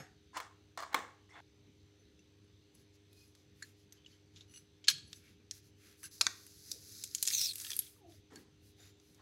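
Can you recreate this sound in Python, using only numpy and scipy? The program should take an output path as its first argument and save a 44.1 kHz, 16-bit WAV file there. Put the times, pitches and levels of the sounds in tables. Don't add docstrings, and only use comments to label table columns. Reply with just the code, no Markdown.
import sys
import numpy as np
from scipy import signal
from scipy.fft import rfft, irfft
from scipy.io import wavfile
from scipy.ndimage import uniform_filter1d

SR = 44100
rng = np.random.default_rng(int(sys.argv[2]) if len(sys.argv) > 2 else 0)


def voltage_ratio(level):
    return 10 ** (np.asarray(level, float) / 20)


def store_pcm(level_fs):
    pcm = np.round(np.clip(level_fs, -1, 1) * 32767).astype(np.int16)
    wavfile.write(sys.argv[1], SR, np.atleast_2d(pcm).T)


N = 406161
TIME = np.arange(N) / SR
CUT_S = 1.405
BOWL_NEAR = (TIME < CUT_S) | (TIME > 8)


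def evened(x):
    return x / np.sqrt(np.mean(x ** 2) + 1e-20)


def read(points, hz):
    f, value = np.transpose(points)
    return np.interp(np.log(hz + 1), np.log(f + 1), value)


def add(mix, s, sound):
    part = mix[round(s * SR):][:len(sound)]
    part += sound[:len(part)]


def played(rows):
    s, *columns = np.transpose(rows)
    t = np.arange(max(s[0], 0), s[-1], 1 / SR)
    return t[0], [np.interp(t, s, c) for c in columns]


def resonate(x, hz, width):
    turn = np.exp(2j * np.pi * np.cumsum(hz * np.ones(len(x))) / SR)
    r = np.exp(-np.pi * width / SR)
    return 2 * (turn * signal.lfilter([1 - r], [1, -r], x / turn)).real


def band(x, lo_hz, hi_hz):
    sos = signal.butter(3, [lo_hz, min(hi_hz, SR / 2.2)], "band", fs=SR, output="sos")
    return evened(signal.sosfilt(sos, x))


def dipped(x, hz, width, share):
    b, a = signal.iirpeak(hz, hz / width, SR)
    return x - np.clip(share, 0, 1) * signal.lfilter(b, a, x)


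def gritty(count, per_s, spread_db, share):
    hiss, chance, size = rng.standard_normal(count), rng.random(count), rng.exponential(1, count)
    slips = np.sign(hiss) * (chance < per_s / SR) * voltage_ratio(spread_db * np.minimum(size, 4))
    return hiss + share * evened(slips)


def body(x, peaks, widen):
    out = 0
    for hz, db, w in [(hz, db, w * widen) for hz, w, db in peaks]:
        out = out + voltage_ratio(db) * evened(resonate(resonate(x, hz, w), hz, 4 * w))
    return evened(out)


def blow(peak_db, hz, bass_db, treble_db, contact_ms, edges_hz, lift_db, tail_db, peaks, ring_db):
    t, f = np.arange(4096) / SR, np.fft.rfftfreq(8192, 1 / SR)
    u = 1000 * t / max(contact_ms, .2)
    contact = (1 - np.exp(-9 * u)) * np.exp(-.75 * u)
    tail = voltage_ratio(tail_db - 1.677 * u) * np.minimum(u, 1)
    drive = gritty(len(t), 2200, 3.0, 0.8) * (contact + tail)
    drive[4] += 8.0
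    levels_db = [bass_db - 22.0, bass_db, 0, 0, treble_db, treble_db - 12.5]
    colour = voltage_ratio(read(list(zip(edges_hz, levels_db)), f))
    colour = colour + voltage_ratio(lift_db) / (1 + ((f - hz) / (0.14 * hz)) ** 2)
    folded = irfft(np.log(colour))[:4096] * np.append(1, np.full(4095, 2))
    crack = irfft(rfft(drive, 8192) * np.exp(rfft(folded, 8192)))
    crack = np.roll(crack, 44)
    ring = body(np.append(drive, 0 * t), peaks, 0.79)
    crack = crack + voltage_ratio(ring_db) * np.sqrt(np.mean(crack ** 2)) * ring
    crack = crack[:6000] * np.minimum(np.arange(6000, 0, -1) / 1000, 1)
    return voltage_ratio(peak_db) * crack / abs(crack).max()


def burst(peak_s, rise_s, peak_db, fall_db_per_s):
    start = max(peak_s - rise_s, 0)
    t = np.arange(start, peak_s + min(48 / fall_db_per_s, .5), 1 / SR) - peak_s
    climb_db = 33 * np.maximum(-t / rise_s, 0)
    return start, voltage_ratio(peak_db - climb_db - fall_db_per_s * np.maximum(t, 0))


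def struck(modes, hits):
    out, t = np.zeros(N), np.arange(SR // 4) / SR
    ring = 0
    for k, (hz, db, t60) in enumerate(modes):
        ring = ring + (-1) ** k * voltage_ratio(db - 60 * t / t60) * np.sin(2 * np.pi * hz * t)
    for s, db in hits:
        add(out, s, voltage_ratio(db) * ring * np.minimum(t / 0.0011, 1))
    return out


# f/Hz, level/dB per Hz
AIR_SPECTRUM = [(20, -64), (70, -8), (420, -19), (600, -29.5), (1100, -34), (3800, -27.5), (7500, -41),
                (16000, -57)]


def room_air():
    hz = np.fft.rfftfreq(2048, 1 / SR)
    a, b, patches = rng.standard_normal((N // 512 + 6, len(hz), 3)).T
    patches = evened(uniform_filter1d(uniform_filter1d(patches, 20, 0), 8, 1))
    depth_db = (1.5 + 1.0 * (hz < 260))[:, None]
    gain = voltage_ratio(read(AIR_SPECTRUM, hz)[:, None] + depth_db * patches)
    air = signal.istft((a + 1j * b) * gain, nperseg=2048, noverlap=1536)[1][:N]
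    return voltage_ratio(-68.5) * evened(air)


# f/Hz, level/dB, start phase/turns
FRIDGE_PARTIALS = [(76.0, -78, 0), (98.39, -72, 0), (99.97, -76, .1), (94.57, -85, 0), (141.9, -85, 0),
                   (304.89, -74, 0), (406.5, -76, 0), (508.15, -92, 0)]


def fridge():
    return sum(voltage_ratio(db + 3) * np.sin(2 * np.pi * (f * TIME + turns)) for f, db, turns in FRIDGE_PARTIALS)


def whine():
    hz, width_hz, pulses_per_s = 6104, 259, 63
    pulse = np.maximum(np.sin(2 * np.pi * pulses_per_s * TIME) + .2, 0)
    drive = (rng.standard_normal(N) + 1.5 * np.sin(2 * np.pi * hz * TIME)) * pulse
    tone = evened(resonate(resonate(drive, hz, width_hz), hz, width_hz))
    octave = evened(tone ** 2 - uniform_filter1d(tone ** 2, size=21))
    return voltage_ratio(-85) * (tone + voltage_ratio(-13) * octave)


# f/Hz, t60/s
ROOM_DECAY = [(300, 0.6), (1500, 0.44), (4000, 0.39), (12000, 0.31)]


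def kitchen(x):
    taps = np.zeros(SR // 2)
    at = np.arange(200, len(taps) - 20, 20)
    taps[at + rng.integers(0, 20, len(at))] = rng.choice([-1., 1.], len(at))
    hz, t, z = signal.stft(taps, SR, nperseg=256)
    tail = signal.istft(z * voltage_ratio(-60 * t / read(ROOM_DECAY, hz)[:, None]), SR, nperseg=256)[1]
    return signal.fftconvolve(x, tail / np.linalg.norm(tail))[:N]


# f/Hz, level/dB, t60/s
SPOON_MODES = [(4663, -22, 0.89), (5300, -2.5, 0.18), (6580, -2.5, 0.22), (6334, -45, 5.06),
               (11610, -10, 0.17)]


def spoon():
    out = 0
    for hz, db, t60 in SPOON_MODES:
        out = out + voltage_ratio(-55.5 + db - 60 * TIME / t60) * np.sin(2 * np.pi * hz * TIME)
    return out


# t/s, f/Hz, level/dB
CREAK_GLIDE = [(7.97, 990, -94), (8.01, 853, -89), (8.05, 709, -75), (8.126, 648, -80), (8.14, 634, -82),
               (8.16, 620, -90)]


def creak():
    out = np.zeros(N)
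    s, (hz, db) = played(CREAK_GLIDE)
    drive = rng.standard_normal(len(hz))
    tone = evened(resonate(resonate(drive, hz, 60), hz, 80))
    tone = tone + 1.47 * evened(resonate(resonate(drive, hz / 2, 30), hz / 2, 50))
    add(out, s, voltage_ratio(db + 10.5) * tone * signal.windows.tukey(len(hz), .2))
    return out


# t/s, length/s, level/dB, low f/Hz, high f/Hz
COUNTER_BUMPS = [(0, 0.049, -41.5, 60, 199), (0.943, 0.23, -46, 206, 616), (1.675, 0.073, -54.5, 98, 281),
                 (4.902, 0.38, -57, 125, 172), (6.208, 0.045, -41.5, 520, 1340),
                 (6.267, 0.098, -53.5, 252, 1300), (6.71, 0.24, -60, 258, 574),
                 (8.311, 0.16, -51, 201.7, 436), (8.365, 0.14, -50.5, 184, 412),
                 (8.777, 0.17, -67, 398, 784)]


def bumps():
    out, t = np.zeros(N), np.arange(SR // 3) / SR
    for s, length, db, lo_hz, hi_hz in COUNTER_BUMPS:
        u = 5 * t / length
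        add(out, s, voltage_ratio(db) * band(rng.standard_normal(len(t)), lo_hz, hi_hz) * np.sqrt(u) * np.exp(-u))
    return out


# t/s, f/Hz, level/dB, t60/s
RINGING_PARTS = [(3.623, 1743, -41, 0.05), (3.623, 4280, -50, 0.071), (3.623, 10800, -61, 0.07),
                 (3.925, 11740, -68, 0.075), (3.965, 3080, -76, 0.44), (4.883, 1602, -43, 0.07),
                 (4.883, 10800, -43.5, 0.13), (4.883, 7900, -37, 0.092), (4.882, 3210, -28.5, 0.067),
                 (5.51, 1796, -58, 0.055), (6.037, 1593, -57.5, 0.13), (6.266, 1900, -26, 0.019),
                 (7.791, 11460, -34, 0.04), (8.359, 1650, -60.5, 0.084), (8.359, 4400, -60, 0.078),
                 (8.79, 3720, -70.5, 0.58), (8.8, 7060, -69, 0.46), (4.125, 3070, -71, 0.19),
                 (4.11, 4400, -72.5, 0.26), (5.088, 4500, -67, 0.11), (5.235, 2264, -72, .4),
                 (1.306, 2125, -67, 1.4), (.955, 1090, -46, 0.28), (1.328, 3470, -72.5, 2.5)]


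def ringing():
    out, t = np.zeros(N), np.arange(SR // 3) / SR
    for s, hz, db, t60 in RINGING_PARTS:
        cluster = body(rng.standard_normal(len(t)), [(hz, 2.5 * np.sqrt(hz), 0)], 0.91)
        same_scene = (s + t < CUT_S) | (s > CUT_S)
        add(out, s, voltage_ratio(db + 3.0 - 60 * t / t60) * cluster * np.minimum(t / 0.00047, 1) * same_scene)
    return out


# t/s, f/Hz, level/dB, t60/s
FAINT_PINGS = [(.235, 7000, -67, 0.0086), (.332, 1025, -56.5, 0.17), (.366, 1010, -32, 0.084),
               (.372, 2980, -44, .03), (.465, 1200, -54, .06), (.51, 1050, -58, .08),
               (.96, 3700, -51, 0.18), (4.547, 5950, -51, 0.089), (6.055, 7900, -50, 0.043),
               (6.055, 2720, -51, .04), (6.055, 11000, -44, 0.056), (7.254, 11500, -36, .012),
               (7.276, 11300, -24.5, .012), (7.791, 11330, -15, 0.014), (7.415, 10700, -33.5, 0.032),
               (1.304, 5500, -62, .03), (3.623, 7070, -50, .04), (3.924, 8500, -51, .02),
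               (3.925, 6100, -59, .04), (4.047, 3300, -51, .02), (4.408, 3660, -51, .03),
               (4.062, 2970, -45, 0.028), (7.253, 7200, -33, .012), (7.6143, 9500, -38, .01),
               (7.649, 1740, -44, 0.022), (7.666, 1780, -45, 0.018), (7.699, 1860, -41, 0.017),
               (7.716, 1770, -41, .02), (7.8385, 3570, -49, .012), (7.878, 3300, -49, 0.011),
               (7.964, 1206, -63.5, 0.025), (0, 529, -55, 0.15), (0, 758, -59, 0.33), (0, 2460, -56, .08),
               (.004, 435, -60, .25), (1.293, 2000, -60, .04), (1.995, 6090, -68.5, .15),
               (1.995, 10000, -83, .12), (2.19, 10050, -80, .06), (2.192, 6000, -68, .12),
               (2.191, 2710, -60, 0.031), (2.443, 10200, -76, .05), (6.222, 5350, -38, .07)]


def pings():
    return sum(struck([(hz, 0, t60)], [(s, db)]) for s, hz, db, t60 in FAINT_PINGS)


# f/Hz, width/Hz, level/dB
BOWL_PEAKS = [(520, 110, -5), (876, 262, 3.5), (1063, 56, -3.5), (1300, 365, -0.5), (1650, 263, 1),
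              (2117, 96, -7.5), (2434, 120, -2.5), (3486, 300, -3), (4200, 51, -13.5)]
# t/s, peak level/dB, strongest f/Hz, treble level/dB, contact/ms
BOWL_KNOCKS = [
    (0.371, -31.5, 1060, 3, 2.8),
    (0.4018, -29.5, 1160, -5.5, 0.77),
    (0.7753, -31, 1144, -8, 0.55),
    (0.802, -41.5, 1120, 3.5, 2),
    (0.823, -39, 1180, -1.5, 1.66),
    (0.832, -40.5, 1250, -9.5, 1.6),
    (0.929, -41, 1800, 0.5, 1.5),
    (0.9449, -15, 1174, -7, 0.83),
]
# peak t/s, rise/s, peak level/dB, fall/dB per s, treble level/dB
BOWL_SLIDES = [
    (0.002, 0.0065, -50.5, 206, -12.5),
    (.372, 0.044, -39, 749.5, -8),
    (.404, 0.0028, -48.5, 232, -7.5),
    (0.776, 0.0022, -47, 137, -6),
    (0.933, 0.043, -47, 999.5, -36),
    (.952, 0.0044, -40.5, 155, -12),
    (1.295, 0.0086, -71, 97.5, -1),
    (1.36, 0.076, -54.5, 10, -30),
    (8.31, 0.016, -62, 114, -7),
    (9.2, 0.072, -67.5, 30, -10.5),
]


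def bowl():
    out = np.zeros(N)
    edges_hz = [120, 400, 800, 2200, 4000, 10500]
    for s, db, hz, treble_db, ms in BOWL_KNOCKS:
        add(out, s - .001, blow(db, hz, -21, treble_db, ms, edges_hz, 7.0, -1.7, BOWL_PEAKS, -2.6))
    for *shape, treble_db in BOWL_SLIDES:
        s, gain = burst(*shape)
        drive = gritty(len(gain), 400, 1.3, 0.8)
        sound = 0.55 * body(drive, BOWL_PEAKS, 1.17) + 0.5 * band(drive, 560, 2020)
        sound += voltage_ratio(treble_db) * band(drive, 2270, 7680) + voltage_ratio(-23) * band(drive, 290, 340)
        add(out, s, gain * sound)
    return out * BOWL_NEAR


# f/Hz, level/dB, t60/s
WALL_MODES = [(660, -5, 0.04), (1005, -3.5, 0.034), (1163, 4, 0.026), (1666, -13, 0.04), (4200, -12, 0.036),
              (4640, -10.5, .015), (4974, -15.5, 0.019)]
# t/s, level/dB
WALL_TOUCHES = [(0.346, -53), (0.359, -45), (0.3699, -42), (.378, -42), (0.391, -53), (0.7764, -39.5),
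                (.793, -44), (.802, -39), (0.8246, -37.5), (.833, -39.5), (.849, -46), (.864, -49.5)]


def bowl_wall():
    return struck(WALL_MODES, WALL_TOUCHES)


# f/Hz, level/dB, t60/s
LANDING_MODES = [(315.5, -11.5, 0.046), (910, -3.5, 0.035), (1196, 6.5, 0.016), (1450, 1, .012),
                 (2300, -9.5, 0.011), (3320, -13.5, 0.022), (6250, -11.5, 0.013)]
# t/s, level/dB
LANDING_TOUCH = [
    (0.9442, -25),
]


def bowl_landing():
    return struck(LANDING_MODES, LANDING_TOUCH)


# f/Hz, width/Hz, level/dB
SKIN_PEAKS = [(5125, 55, -9.5), (5980, 60, -7.5), (7060, 180, -9.5), (10880, 74, -8), (14000, 36, -17)]


def rustle(level, treble_db, bass_db):
    drive = gritty(len(level), 350, 2.4, 0.5)
    middle = 0.78 * band(drive, 3920, 7270) + 0.48 * body(drive, SKIN_PEAKS, 7.4)
    high = band(drive, 7570, 12600) + .5 * band(drive, 12600, 17000)
    return level * (middle + voltage_ratio(treble_db) * high + voltage_ratio(bass_db) * band(drive, 1300, 3300))


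# t/s, length/s, level/dB, treble level/dB, bass level/dB
FINGER_STROKES = [(2.712, 0.157, -75.5, -7, -7), (2.922, 0.06, -73.5, -14, -18), (3.068, 0.3, -73, -4, -11),
                  (3.312, 0.16, -76, -13, -10.5), (3.521, 0.25, -73, -2, 0), (3.736, 0.14, -77, -8, -14.5),
                  (3.897, 0.12, -76.5, -14, -3.5), (4.032, 0.18, -73, -18, -7),
                  (4.309, 0.16, -71.5, -19, -4.5), (4.452, 0.22, -72.5, -5, -4.5),
                  (4.873, 0.052, -37.5, -8.5, -5), (5.052, 0.2, -68.5, -6, -8.5),
                  (5.165, 0.22, -73.5, -6, 2), (5.494, 0.13, -65.5, -2, -8), (5.599, .13, -73.5, -4, -10),
                  (5.744, 0.265, -68, -4.5, -0.5), (6.016, 0.08, -56, -6, -7.5),
                  (5.948, 0.14, -69, 1.5, -10), (8.042, 0.19, -71, -4.5, -6), (8.29, 0.18, -72, -2, -1),
                  (8.589, 0.17, -74, -1, -14), (8.736, 0.22, -67, -8, -2.5), (8.942, 0.31, -76.5, -2, -21)]
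# t/s, level/dB
RUB_PRESSURE = [(6.1, -57.5), (6.236, -65.5), (6.5, -63.5), (6.62, -63.5), (6.71, -55), (6.8, -63),
                (6.92, -56.5), (7.02, -55.5), (7.1, -61), (7.3, -51)]
# t/s, level/dB
CRUMPLE_PRESSURE = [(7.27, -51.5), (7.32, -47.5), (7.364, -57), (7.43, -53.5), (7.5, -65.5), (7.6, -54),
                    (7.72, -54), (7.88, -65.5), (8.02, -84.5)]


def skin_rubbed():
    out = np.zeros(N)
    for s, length, db, treble_db, bass_db in FINGER_STROKES:
        add(out, s, rustle(voltage_ratio(db) * np.hanning(round(length * SR)), treble_db, bass_db))
    for rows, treble_db, bass_db in [(RUB_PRESSURE, -5, -16.5), (CRUMPLE_PRESSURE, 2.8, -10.5)]:
        s, (pressure_db,) = played(rows)
        level = voltage_ratio(pressure_db) * signal.windows.tukey(len(pressure_db), .05)
        add(out, s, rustle(level, treble_db, bass_db))
    return out


# f/Hz, level/dB, t60/s
CREASE_MODES = [(4080, -4.5, 0.015), (5160, -1, 0.013), (6100, 3, .008)]
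# t/s, level/dB
CREASE_TOUCHES = [(6.93, -48), (6.95, -47), (6.9893, -45), (7.011, -46), (7.026, -41), (7.052, -44),
                  (7.063, -43), (7.075, -45), (7.09, -52), (7.112, -43), (7.176, -51)]


def skin_creased():
    return struck(CREASE_MODES, CREASE_TOUCHES)


# t/s, level/dB, f/Hz of the flap
TEAR_GLIDE = [(7.318, -35, 6400), (7.354, -35.5, 6200), (7.368, -38, 6100), (7.418, -37, 5100),
              (7.45, -37.5, 5625), (7.482, -40.5, 4400), (7.528, -45.5, 3850)]


def skin_torn():
    out = np.zeros(N)
    s, (tear_db, hz) = played(TEAR_GLIDE)
    drive = gritty(len(hz), 1800, 2.5, .7)
    flap = evened(resonate(resonate(drive, hz, 800), hz, 1000))
    flap = flap + 0.45 * evened(resonate(resonate(drive, 2.73 * hz, 2500), 1.9 * hz, 2607))
    hollows = [(4100, 500, -3), (8300, 500, -2), (2700, 400, -11), (15000, 1500, -8)]  # f/Hz, width/Hz, level/dB
    flap += .5 * body(drive, hollows, 1.0)
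    flutter_db = 1.5 * evened(uniform_filter1d(drive, size=200))
    sound = band(flap, 2500, 15500) + 0.43 * band(drive, 3350, 7400)
    add(out, s, voltage_ratio(tear_db + flutter_db + 1.0) * sound * signal.windows.tukey(len(hz), .1))
    return out


# t/s, peak level/dB, strongest f/Hz, bass level/dB, treble level/dB
JAW_CLACKS = [(3.626, -37, 6900, -4, -15), (4.8826, -12, 4360, -12, -16.5), (4.8852, -11, 4070, -16.5, -17),
              (5.1302, -31.5, 3800, -7, -14), (5.511, -24, 6100, -19, -13),
              (6.032, -35, 10920, 12.5, -12.5), (6.211, -11, 5200, 1.5, -6), (6.2133, -15, 6640, -10, -7),
              (6.2671, -14.5, 6000, 15, -14), (6.716, -20.5, 5340, -32.5, -4.5), (8.3582, -40, 6940, 4, -4)]
# t/s, peak level/dB, strongest
# f/Hz
DULL_TICKS = [(4.0613, -51, 2920), (4.361, -45, 3500), (4.371, -49.5, 3130), (4.4085, -47, 3680),
              (4.842, -41, 3160), (4.873, -32.5, 3076), (7.8194, -45, 3170), (7.864, -49, 3240)]
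# t/s, peak level/dB, strongest f/Hz, treble level/dB
FINGER_TICKS = [(2.1919, -59, 6250, -26), (2.751, -51, 6010, 9.5), (3.13, -49.5, 3520, 9.5),
                (3.3512, -47, 4250, -2.5), (3.9238, -42, 5900, -11), (4.539, -46, 2900, -10),
                (4.56, -45.5, 2900, -8), (4.574, -44, 4500, -4), (4.9828, -42, 4220, -9),
                (6.4662, -41, 10800, -11), (8.1215, -50.5, 3420, -20.5), (8.9989, -55, 6100, -10),
                (9.1464, -52, 5860, -1)]
# t/s, peak level/dB, strongest f/Hz, treble level/dB
SKIN_SNAPS = [(7.0385, -23, 6800, 3), (7.1489, -17.5, 6650, 0.5), (7.1826, -36.5, 5780, -22),
              (7.227, -10.5, 6900, 7.5), (7.253, -24.5, 7170, -13), (7.268, -23, 6560, 3.5),
              (7.2749, -14.5, 7100, -1.5), (7.2835, -16.5, 5300, -8), (7.4137, -19.5, 4770, 0),
              (7.534, -31, 8300, -2), (7.5566, -26, 11700, -7), (7.5823, -30, 9900, -10.5),
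              (7.7323, -30.5, 3350, -7.5), (7.7656, -24, 11350, 16.5), (7.7905, -15.5, 11000, 4.5),
              (7.798, -37.5, 3610, -1)]
# t/s, peak level/dB, strongest f/Hz, treble level/dB
CLOVE_POPS = [(7.276, -21, 7280, -14), (7.3032, -23.5, 5000, -31), (7.31, -33, 2270, -21),
              (7.6, -32, 6500, -5.5), (7.6163, -31.5, 8650, -3), (7.648, -30, 3240, -23),
              (7.6665, -33.5, 3293, -10), (7.7044, -25, 5730, -1.5), (7.7164, -27.5, 3300, -4)]


def clicks():
    out = np.zeros(N)
    rows = [(*row, 1.1) for row in JAW_CLACKS]
    rows += [(*row, -19.5, -40.5, 3.8) for row in DULL_TICKS]
    for group, bass_db, contact_ms in [(FINGER_TICKS, -1.5, 1.3), (SKIN_SNAPS, -18.5, 1.46), (CLOVE_POPS, -6.5, 1.45)]:
        rows += [(s, db, hz, bass_db, treble_db, contact_ms) for s, db, hz, treble_db in group]
    for s, db, hz, bass_db, treble_db, ms in rows:
        knee_hz = 3000 + 120 * max(-25 - bass_db, 0)
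        edges_hz = [600, 1600, knee_hz, 7000, 11000, 16000]
        add(out, s - .001, blow(db, hz, bass_db, treble_db, ms, edges_hz, 8.1, -7.5, SKIN_PEAKS, -41.5))
    return out


# f/Hz, width/Hz, level/dB
PRESS_PEAKS = [(2930, 140, -9.5), (4230, 45, -17.5), (4400, 72, -17.5), (6130, 54, -2.5), (7900, 76, -7),
               (10000, 60, -7), (10800, 70, -2), (11800, 66, -33), (12835, 64, -25)]
# peak t/s, rise/s, peak level/dB, fall/dB per s
PRESS_RATTLES = [(2.754, 0.025, -73.5, 1200), (2.808, 0.066, -85, 302), (3.21, 0.23, -85, 802),
                 (3.278, 0.047, -83, 400), (4.575, 0.1, -62.5, 900), (5.086, 0.076, -72.5, 1499),
                 (5.164, 0.072, -69.5, 529.5), (6.04, .01, -52.5, 549)]


def rattles():
    out = np.zeros(N)
    for row in PRESS_RATTLES:
        s, gain = burst(*row)
        add(out, s, voltage_ratio(7.0) * gain * body(gritty(len(gain), 150, 1.1, 0.9), PRESS_PEAKS, 1.3))
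    return out


# f/Hz, width/Hz, level/dB
HINGE_PEAKS = [(2500, 41, -3), (4220, 45, -2), (4860, 27, -4), (5400, 40, -5)]
# t/s, length/s, level/dB
HINGE_SQUEAKS = [
    (3.091, 0.06, -76),
    (3.136, 0.16, -69),
]


def squeaks():
    out = np.zeros(N)
    for s, length, db in HINGE_SQUEAKS:
        count = round(length * SR)
        add(out, s, voltage_ratio(db) * body(gritty(count, 240, 3.6, 0.84), HINGE_PEAKS, 0.6) * np.hanning(count))
    return out


# f/Hz, level/dB, t60/s
PIN_MODES = [(2890, -4, 0.049), (4290, -8.5, 0.055), (5950, -1, 0.082), (7900, -15, .05), (9900, -9, .06),
             (10800, -13, 0.071), (12460, -21, 0.044)]
# t/s, level/dB
PIN_TOUCHES = [(4.483, -67), (4.496, -62), (4.51, -62), (4.54, -54), (4.552, -56), (4.56, -53),
               (4.574, -54.5)]


def hinge_pin():
    return struck(PIN_MODES, PIN_TOUCHES)


# f/Hz, level/dB, t60/s
STOP_MODES = [(1607, -7, 0.027), (3106, -1, 0.021), (3780, -5.5, 0.025), (4250, 0, 0.028),
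              (4670, -6, 0.029), (4900, -7, .05), (5420, -6, .04), (6270, -13, 0.034), (6400, -13, .05),
              (6770, -13, .03), (7790, -10, .015), (3450, -10, .05), (5800, -12.5, 0.024),
              (11210, -9, 0.017)]
# t/s, level/dB
STOP_TOUCHES = [
    (4.8828, -25),
    (4.884, -25.5),
    (4.8851, -20.5),
    (4.888, -28),
    (4.898, -33),
    (4.911, -35.5),
]
# f/Hz, level/dB, t60/s
FRAME_MODES = [(2929, -1.5, 0.077), (3284, -7.5, .27), (3779, -8, .14), (4300, -18, .4),
               (4931, -2.5, 0.077), (5426, -6, .18), (5615, -5.5, .12), (6013, -8.5, 0.18), (6616, -7, .12),
               (7000, -12.5, .2)]
# t/s, level/dB
FRAME_TOUCH = [
    (4.886, -34.5),
]


def slam():
    return struck(STOP_MODES, STOP_TOUCHES) + struck(FRAME_MODES, FRAME_TOUCH)


# f/Hz, level/dB, t60/s
CUP_MODES = [(1326, -9, .015), (2460, -5.5, 0.016), (3300, -6.5, .012), (4050, 11.5, 0.0081),
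             (5360, -9.5, 0.018), (6660, -5.5, 0.018), (7230, -14.5, 0.016), (10540, -8, 0.016)]
# t/s, level/dB
CUP_TOUCHES = [
    (6.211, -23.5),
    (6.2144, -21),
]
# f/Hz, level/dB, t60/s
PLUNGER_MODES = [(1540, -1, 0.004), (2117, -5, 0.016), (3664, 5, 0.0095), (4500, 4, 0.0088),
                 (5860, -4.5, .008), (6600, 5.5, 0.0067), (8030, -10, .012), (11100, -10, .01)]
# t/s, level/dB
PLUNGER_TOUCH = [
    (6.2668, -22),
]


def plunger():
    return struck(CUP_MODES, CUP_TOUCHES) + struck(PLUNGER_MODES, PLUNGER_TOUCH)


def scene():
    press_dip = dict(hz=3000, width=270, share=0.51)
    first = dipped(bowl() + bowl_wall(), hz=2500, width=222.4, share=0.48)
    first = np.where(TIME < .25, dipped(first, hz=1030, width=400, share=0.87), first)
    second = dipped(clicks() + rattles() + squeaks(), **press_dip)
    metal = plunger() + slam() + hinge_pin()
    wet = voltage_ratio(-14.5) * (kitchen(first) * BOWL_NEAR + kitchen(second + voltage_ratio(-3.0) * metal))
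    near = ringing() + bumps() + pings() + bowl_landing()
    near += dipped(skin_rubbed() + skin_torn(), **press_dip) + skin_creased()
    far = spoon() + creak() + room_air() + fridge() + whine()
    return (first + second + metal + wet + near + far)[None]


def low_pass(x):
    return signal.sosfilt(signal.butter(12, 16670, fs=SR, output="sos"), x)


def record(dry):
    cut = signal.sosfilt(signal.butter(2, 45, "high", fs=SR, output="sos"), dry)
    cut = signal.sosfilt(signal.cheby2(16, 50, 16260, fs=SR, output="sos"), cut)
    return low_pass(cut)


dry = scene()
out = record(dry)
store_pcm(out)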